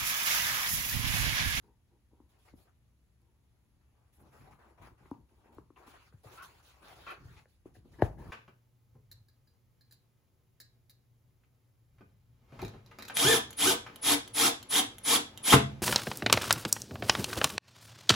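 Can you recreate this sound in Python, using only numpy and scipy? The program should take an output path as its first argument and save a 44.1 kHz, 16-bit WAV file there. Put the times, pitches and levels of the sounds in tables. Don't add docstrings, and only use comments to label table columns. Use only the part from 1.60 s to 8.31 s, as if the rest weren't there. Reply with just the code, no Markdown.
import sys
import numpy as np
from scipy import signal
from scipy.fft import rfft, irfft, next_fast_len
from scipy.io import wavfile
from scipy.ndimage import uniform_filter1d, map_coordinates

SR = 44100
rng = np.random.default_rng(int(sys.argv[2]) if len(sys.argv) > 2 else 0)


def bounce(signal):
    frames = np.transpose(np.atleast_2d(signal))
    limited = np.clip(frames, -1, 1)
    pcm = np.round(limited * 32767).astype(np.int16)
    wavfile.write(sys.argv[1], SR, pcm)


N = 295911

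# frequency in Hz, width in Hz, level in dB.
HOOP_MODES = [(341, 150, 5.5), (610, 302, 1.5), (833, 326, -2.5), (1726, 430, -12), (3010, 240, -32.5)]
# frequency in Hz, level in dB.
FIBRE_SPECTRUM = [(800, -21), (2500, 0.5), (4000, 1.5), (6000, -3.5), (9000, -1), (12000, -5), (15500, -3)]
# frequency in Hz, likeness (1 is mono).
STEREO_LIKENESS = [(100, 0.87), (300, 0.67), (700, 0.39), (1400, 0.54), (2200, 0), (16000, 0.048)]


def plucks():
    # start in seconds, relative level in dB, drum pitch in Hz, relative snap in dB,
    # lean to the left in dB.
    hits = [(0.531, -52, 290, -14, 1), (0.601, -48.5, 272, -4, 2.5), (0.936, -43, 264, -13, 3),
            (3.456, -49.5, 300, 7, 5), (3.5133, -29, 268, -2, 3), (3.983, -37, 317, 0, 3.5),
            (4.103, -47, 317, -3, 5), (4.277, -45, 283, 3.5, 2), (4.525, -55.5, 394, 5, 4),
            (4.537, -44.5, 108, -27, 3.5), (4.645, -48.5, 463, -12, 6), (4.653, -46, 115, -30, 2.5),
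            (5.645, -40.5, 107.4, -47.5, 2.5), (5.856, -54, 497, 4, 2), (6.056, -38.5, 330, -15, 2),
            (6.165, -49.5, 300, -22, 2), (6.255, -48.5, 264, -16.5, 1)]
    out = np.zeros((2, N))
    for start, db, hz, snap_db, left_db in hits:
        modes = [(85, 50, -11), (hz, .5 * hz, 0), (3.44 * hz, 1.37 * hz, snap_db - 13.5)]
        pad_hz = 1800 * amp(snap_db / 2)
        soften = lambda f: 1 / (1 + 1j * f / pad_hz - (f / pad_hz) ** 2)
        plop = filtered(blow(modes, lag=0.001397), soften)
        add(out, start - .0006, placed(amp(db - 3.0) * in_room(plop, wet_db=-12.5), left_db))
    return out


def thread_pulls():
    # start in seconds, length in seconds, relative level in dB, slips per second, brightness
    # in dB, mode pitch factor (the fabric's tension), mode width factor (the fingers' damping).
    pulls = [(1.068, 0.03, -69.5, 310, -11, 1.14, 3.6), (2.718, 0.02, -61.5, 260, 0, 0.75, 2.7),
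             (4.159, 0.019, -55, 970, -12, 0.87, 2.6), (4.772, 0.061, -47, 1390, -7, 0.99, 1.5),
             (4.826, 0.023, -51.5, 1060, -14, 0.86, 1.7), (5.463, 0.061, -40.5, 1250, -2.5, 1.0, 0.94),
             (5.764, 0.034, -57, 440, 9.5, 0.82, 2.3)]
    # frequency in Hz and width in Hz before a pull scales them, level in dB.
    fabric_modes = [(564, 560, -4), (1112, 99, 8.5), (1393, 172, 5), (1890, 580, -1), (2550, 470, 0.5),
                    (3160, 200, -0.5), (4000, 1300, -12), (6470, 4400, -32)]
    out, t = np.zeros((2, N)), np.arange(SR // 4) / SR
    for start, length, db, rate, bright_db, tension, damping in pulls:
        speed = rate * amp(10 * uniform_filter1d(rng.standard_normal(len(t)), size=120))
        slips = np.diff(np.floor(np.cumsum(speed) / SR), prepend=-1)
        slips *= amp(3.1 * rng.standard_normal(len(t)))
        friction = unit(slips) + 0.98 * rng.standard_normal((2, len(t)))
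        modes = [(hz * tension, width * damping, level) for hz, width, level in fabric_modes]
        tilt = lambda f: amp(along([(1500, 0), (2500, bright_db)], f))
        rasp = unit(filtered(friction, lambda f: resonances(modes, f) * tilt(f)))
        add(out, start, amp(db - 5.0) * in_room(rasp * stroke(t, length, edge=0.0043), wet_db=-8.0))
    return placed(out, left_db=2.0)


def needle_pricks():
    # start in seconds, level in dB.
    pricks = [(1.618, -68), (3.5115, -58), (3.949, -60), (4.635, -62)]
    out, t = np.zeros((2, N)), np.arange(SR // 50) / SR
    for start, db in pricks:
        tick = unit(filtered(rng.standard_normal(len(t)), lambda f: f * amp(along(FIBRE_SPECTRUM, f))))
        add(out, start, amp(db) * in_room(tick * amp(-60 * t / 0.011), wet_db=-11))
    return out


def scratches():
    # start in seconds, length in seconds, level in dB, ring in Hz.
    skids = [(0.879, 0.0085, -69, 2150), (0.898, 0.0085, -76, 2060), (2.92, 0.016, -61.5, 1110),
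             (2.922, 0.014, -75, 2340), (3.225, 0.063, -65.5, 1200), (3.453, 0.008, -72, 2050),
             (4.159, 0.0084, -67.5, 2720)]
    width_hz = 600
    out, t = np.zeros((2, N)), np.arange(SR // 8) / SR
    for start, length, db, hz in skids:
        skid = unit(filtered(rng.standard_normal(len(t)), lambda f: resonances([(hz, width_hz, 0)], f)))
        add(out, start, amp(db) * in_room(skid * stroke(t, length, edge=0.0018), wet_db=-7.0))
    return placed(out, left_db=6.0)


def hoop_knock():
    # start in seconds, level in dB.
    landings = [(6.421, -8.5), (6.4506, -39), (6.464, -40)]
    # frequency in Hz, width in Hz, level in dB.
    table_modes = [(53.5, 6.9, -8), (80.4, 36, -9), (107, 38, -0.5), (173, 81, -12.5)]
    out = np.zeros((2, N))
    hit = blow(HOOP_MODES, lag=0.000734)
    t = np.arange(len(hit)) / SR
    for start, db in landings:
        scuff = amp(-48.5 - 60 * t / 0.057) * rng.standard_normal(len(t))
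        add(out, start, amp(db) * in_room(hit + scuff, wet_db=-16.0))
    boom = blow(table_modes, lag=0.001)
    add(out, 6.42, amp(-21.5) * in_room(boom, wet_db=-19.0))
    return placed(out, left_db=3.5)


def hoop_scrapes():
    # start in seconds, length in seconds, relative level in dB, treble in dB.
    scrapes = [(6.145, 0.022, -65, 12.5), (6.333, 0.015, -65, 22), (6.386, 0.04, -53.5, 11.5),
               (6.572, 0.099, -63.5, 11.5)]
    out, t = np.zeros((2, N)), np.arange(SR // 4) / SR
    for start, length, db, treble_db in scrapes:
        wood = lambda f: resonances(HOOP_MODES, f) * amp(along([(700, -4.0), (2000, treble_db)], f))
        scrape = unit(filtered(rng.standard_normal(len(t)), wood))
        add(out, start, amp(db - 1.5) * in_room(scrape * stroke(t, length, edge=0.0028), wet_db=-7.5))
    return placed(out, left_db=5.0)


def rubbing():
    # start in seconds, length in seconds, rub level in dB, hiss level in dB.
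    strokes = [(0.015, 0.06, -78, -81), (0.685, 0.038, -77.5, -75.5), (0.725, 0.044, -72.5, -92),
               (0.78, 0.078, -84, -75.5), (0.845, 0.048, -67, -70.5), (0.96, 0.066, -75, -73.5),
               (1.045, 0.044, -75, -86), (2.2, .3, -81, -99), (2.52, 0.065, -77, -77),
               (2.59, 0.19, -70.5, -78), (2.722, 0.074, -65.5, -71.5), (2.8, 0.079, -60.5, -73),
               (2.9, 0.026, -64, -71), (2.98, .13, -64, -78.5), (3.17, 0.043, -64.5, -78),
               (3.21, 0.067, -57.5, -68), (3.37, 0.17, -69.5, -79), (3.68, 0.19, -76.5, -81.5),
               (3.835, 0.052, -68.5, -86), (3.915, 0.072, -68.5, -76.5), (4.16, 0.13, -63, -74),
               (4.26, 0.055, -63.5, -63.5), (4.33, 0.033, -58.5, -70), (4.39, 0.086, -74, -73),
               (4.522, 0.013, -68.5, -74.5), (4.56, 0.094, -80.5, -79.5), (4.63, 0.036, -60.5, -65),
               (4.66, 0.056, -59.5, -66), (4.71, 0.069, -61.5, -59.5), (4.815, 0.036, -63, -55.5),
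               (4.87, 0.14, -69, -71), (5.02, 0.093, -71, -65.5), (5.13, 0.13, -65.5, -73.5),
               (5.215, 0.05, -59.5, -66), (5.27, 0.056, -58.5, -61.5), (5.35, 0.17, -62, -67.5),
               (5.46, 0.077, -53, -70), (5.55, 0.06, -64, -76), (5.635, 0.18, -72, -71.5),
               (5.875, 0.07, -93, -78), (6.048, 0.019, -68, -73.5), (6.135, 0.026, -77, -69),
               (6.24, 0.092, -76, -80), (6.31, 0.12, -72, -73), (6.41, 0.036, -46.5, -57.5),
               (6.575, 0.19, -62, -69.5)]
    # frequency in Hz, level in dB.
    rub_spectrum = [(100, -47), (330, -0.5), (500, -1.5), (650, -1), (950, 0), (1350, -5), (1950, -11.5),
                    (2600, -14), (4000, -33), (8000, -48), (16000, -47)]
    resting_rub_db, resting_hiss_db = -88.5, -88
    rub_gain, hiss_gain = gestures(strokes, attack=0.014, release=0.031)
    grip = amp(0.36 * wobble(rate=63))
    coarse_grain = patchy(catches(rate=380, scatter_db=3.0, smooth_db=8.5), depth_db=5.0)
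    rub = near_walls(spread(coarse_grain, rub_spectrum), echo_db=-12.5)
    rub *= np.hypot(rub_gain, amp(resting_rub_db))
    fine_grain = patchy(catches(rate=1200, scatter_db=3.0, smooth_db=9.0), depth_db=5.0)
    hiss = spread(fine_grain, FIBRE_SPECTRUM) * np.hypot(hiss_gain, amp(resting_hiss_db))
    return grip * (placed(rub, left_db=2.5) + placed(hiss, left_db=-1))


def twill_swishes():
    # start in seconds, length in seconds, level in dB.
    swishes = [(0.96, 0.043, -78), (4.27, .22, -67), (4.68, 0.24, -67.5), (4.9, 0.11, -71.5),
               (5.02, 0.11, -70), (5.22, 0.33, -60.5), (5.58, 0.2, -67)]
    # frequency in Hz, level in dB.
    twill_spectrum = [(500, -18), (1200, 2), (2200, -3), (3300, -6.5), (4500, -9.5), (8000, -30.5),
                      (16000, -26)]
    gain, = gestures(swishes, attack=0.046, release=0.021)
    grain = patchy(catches(rate=750, scatter_db=3.0, smooth_db=5.0), depth_db=8.0)
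    return near_walls(spread(grain, twill_spectrum), echo_db=-8.0) * gain


def low_judders():
    # start in seconds, length in seconds, level in dB.
    drags = [(0.035, 0.065, -70), (0.305, 0.048, -74), (0.505, 0.036, -68.5), (0.56, 0.099, -77),
             (1.615, 0.1, -79), (2.61, 0.037, -65.5), (3.05, 0.071, -68.5), (3.21, 0.034, -65),
             (3.708, 0.017, -69.5), (3.775, 0.03, -73), (3.85, 0.092, -69.5), (3.99, 0.029, -70),
             (6.383, 0.051, -51), (6.58, 0.037, -57)]
    # frequency in Hz, width in Hz, level in dB.
    murmur_modes = [(291, 176, 2), (915, 264, -8.5)]
    gain, = gestures(drags, attack=0.0099, release=0.018)
    judder = catches(rate=620, scatter_db=-0.5, smooth_db=-1.5)[0]
    murmur = unit(filtered(judder, lambda f: resonances(murmur_modes, f)))
    return placed(in_room(murmur * gain, wet_db=-6)[:, :N], left_db=2.0)


def cap_shifts():
    # start in seconds, length in seconds, level in dB.
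    shifts = [(0.03, 0.081, -74), (0.34, .04, -79), (0.51, 0.041, -79), (0.92, 0.046, -59),
              (2.57, 0.2, -64.5), (2.77, 0.17, -61), (3.19, 0.13, -60.5), (3.4, 0.11, -63.5),
              (3.51, 0.1, -58.5), (3.96, 0.052, -58), (4.26, 0.1, -67), (4.65, 0.34, -69.5),
              (5.22, 0.47, -66), (5.6, 0.18, -59.5), (6.05, 0.021, -54.5), (6.16, 0.015, -55),
              (6.24, 0.21, -60.5), (6.42, 0.14, -49.5), (6.58, 0.18, -47.5)]
    # frequency in Hz, level in dB.
    rumble_spectrum = [(20, -31), (50, 4), (85, 0), (130, 2), (220, -9), (350, -8.5), (700, -27),
                       (2000, -48)]
    gain, = gestures(shifts, attack=0.015, release=0.037)
    rumble = spread(patchy(rng.standard_normal((2, N)), depth_db=3.0), rumble_spectrum)
    return placed(rumble * gain, left_db=1.0)


def fibre_brushes():
    # start in seconds, length in seconds, relative level in dB.
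    flicks = [(0.951, 0.088, -76.5), (2.524, 0.046, -74.5), (2.589, 0.032, -74.5), (2.712, 0.12, -81),
              (5.503, 0.011, -58)]
    out, t = np.zeros((2, N)), np.arange(SR // 4) / SR
    for start, length, db in flicks:
        whisper = unit(filtered(rng.standard_normal(len(t)), lambda f: resonances([(11000, 5700, 0)], f)))
        add(out, start, amp(db - 4) * in_room(whisper * stroke(t, length, edge=0.0037), wet_db=2.5))
    return out


def room_tone():
    # frequency in Hz, level in dB.
    hum_tones = [(64.6, -77.5), (119, -79)]
    air_spectrum = [(20, -19), (40, -7), (65, 4.5), (120, -4), (170, -9.5), (300, -16), (600, -26),
                    (1200, -33), (2000, -31), (5000, -38), (11000, -35.5), (15500, -41)]
    hum, t = np.zeros(N), np.arange(N) / SR
    for hz, db in hum_tones:
        peak = np.sqrt(2) * amp(db + 2.1 * wobble(rate=8.6))
        hum += peak * np.sin(2 * np.pi * hz * t + 0.69 * wobble(rate=1.8))
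    air = amp(-69.0) * spread(rng.standard_normal((2, N)), air_spectrum)
    return placed(air + hum, left_db=1.0)


def blow(modes, lag):
    f = np.fft.rfftfreq(SR // 2, 1 / SR)
    travel = np.exp(-4j * np.pi * lag * np.sqrt(1000 * f))
    ring = irfft(resonances(modes, f) * travel)[:SR // 4]
    return ring / np.abs(ring).max()


def resonances(modes, f):
    return sum((-1) ** k * amp(db) * (1j * f * width / (hz * hz - f * f + 1j * f * width)) ** 2
               for k, (hz, width, db) in enumerate(modes))


def catches(rate, scatter_db, smooth_db):
    sizes = (rng.random(N) < rate / SR) * amp(scatter_db * rng.standard_normal(N))
    return unit(sizes * rng.standard_normal((2, N))) + amp(smooth_db) * rng.standard_normal((2, N))


def patchy(pair, depth_db):
    bands = signal.stft(pair, nperseg=512)[2]
    colour = uniform_filter1d(rng.standard_normal(bands.shape[1:]), size=8, axis=0)
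    colour = uniform_filter1d(colour, size=7, axis=1)
    return signal.istft(bands * amp(depth_db * np.tanh(unit(colour))), nperseg=512)[1][:, :N]


def stroke(t, length, edge):
    return (1 - np.exp(-t / edge)) * np.exp(-np.maximum(t - length, 0) / edge)


def gestures(rows, attack, release):
    power, t = np.zeros((len(rows[0]) - 2, N)), np.arange(SR) / SR
    rise = np.sin(np.pi / 2 * np.minimum(t / attack, 1)) ** 2
    for start, length, *levels_db in rows:
        shape = rise * np.exp(-np.maximum(t - length, 0) / release)
        add(power, start, (amp(levels_db)[:, None] * shape) ** 2)
    return np.sqrt(power)


def near_walls(x, echo_db):
    delays = rng.uniform(0.002056, .03, size=(8, 2, 1))
    response = lambda f: 1 + amp(echo_db) * np.exp(-2j * np.pi * f * delays).sum(axis=0) * f / (f + 500)
    return unit(filtered(x, response))


def in_room(sound, wet_db):
    # frequency in Hz, seconds to die away by 60 dB.
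    decay_times = [(80, 0.35), (400, 0.15), (800, 0.33), (2000, 0.23), (10000, 0.089)]
    hz, t, bands = signal.stft(rng.standard_normal((2, SR // 2)), SR, nperseg=256)
    bands = bands * amp(-60 * t / along(decay_times, hz)[:, None]) * (1 - np.exp(-t / 0.00098))
    mid, side = signal.istft(bands * mid_side_gains(hz)[..., None], SR, nperseg=256)[1]
    tail = np.array([mid + side, mid - side])
    echo = amp(wet_db) * tail / np.linalg.norm(tail[0])
    echo[:, 0] += 1
    return signal.fftconvolve(np.atleast_2d(sound), echo, axes=1)


def spread(pair, spectrum):
    mid, side = filtered(pair, lambda hz: amp(along(spectrum, hz)) * mid_side_gains(hz))
    return unit(np.array([mid + side, mid - side]))


def mid_side_gains(hz):
    angle = np.arccos(np.clip(along(STEREO_LIKENESS, hz), -1, 1)) / 2
    return np.array([np.cos(angle), np.sin(angle)])


def placed(x, left_db):
    return x * amp([[left_db / 2], [-left_db / 2]])


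def add(track, start, sound):
    part = track[..., round(start * SR):][..., :sound.shape[-1]]
    part += sound[..., :part.shape[-1]]


def filtered(x, response):
    n = x.shape[-1]
    padded = next_fast_len(n + SR // 2)
    return irfft(rfft(x, padded) * response(np.fft.rfftfreq(padded, 1 / SR)), padded)[..., :n]


def wobble(rate):
    return map_coordinates(rng.standard_normal(int(N * rate / SR) + 4), [np.arange(N) * rate / SR])


def along(points, hz):
    freqs, values = np.transpose(points)
    return np.interp(np.log(hz + 1), np.log(freqs + 1), values)


def amp(db):
    return 10 ** (np.asarray(db) / 20)


def unit(x):
    return x / np.sqrt(np.mean(x ** 2) + 1e-20)


def scene():
    handling = rubbing() + twill_swishes() + low_judders() + cap_shifts() + fibre_brushes()
    stitching = plucks() + needle_pricks() + scratches() + thread_pulls()
    hoop = hoop_scrapes() + hoop_knock()
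    return handling + stitching + hoop + room_tone()


def record(dry):
    # frequency in Hz, lean towards in phase (positive) or out of phase (negative).
    phase_lean = [(4200, -0.007), (5300, -0.17), (6700, 0.54), (8550, -1.34), (9700, -0.11), (11000, 1.07),
                  (12200, -0.04), (13400, -1.27), (15200, 0.071)]
    top_hz = 15800
    swing = lambda hz: np.clip(along(phase_lean, hz), -.99, .99)
    mid_side = np.array([dry[0] + dry[1], dry[0] - dry[1]]) / 2
    mid, side = filtered(mid_side, lambda hz: np.sqrt([1 + swing(hz), 1 - swing(hz)]) * (hz < top_hz))
    return np.array([mid + side, mid - side])


dry = scene()
out = record(dry)
bounce(out)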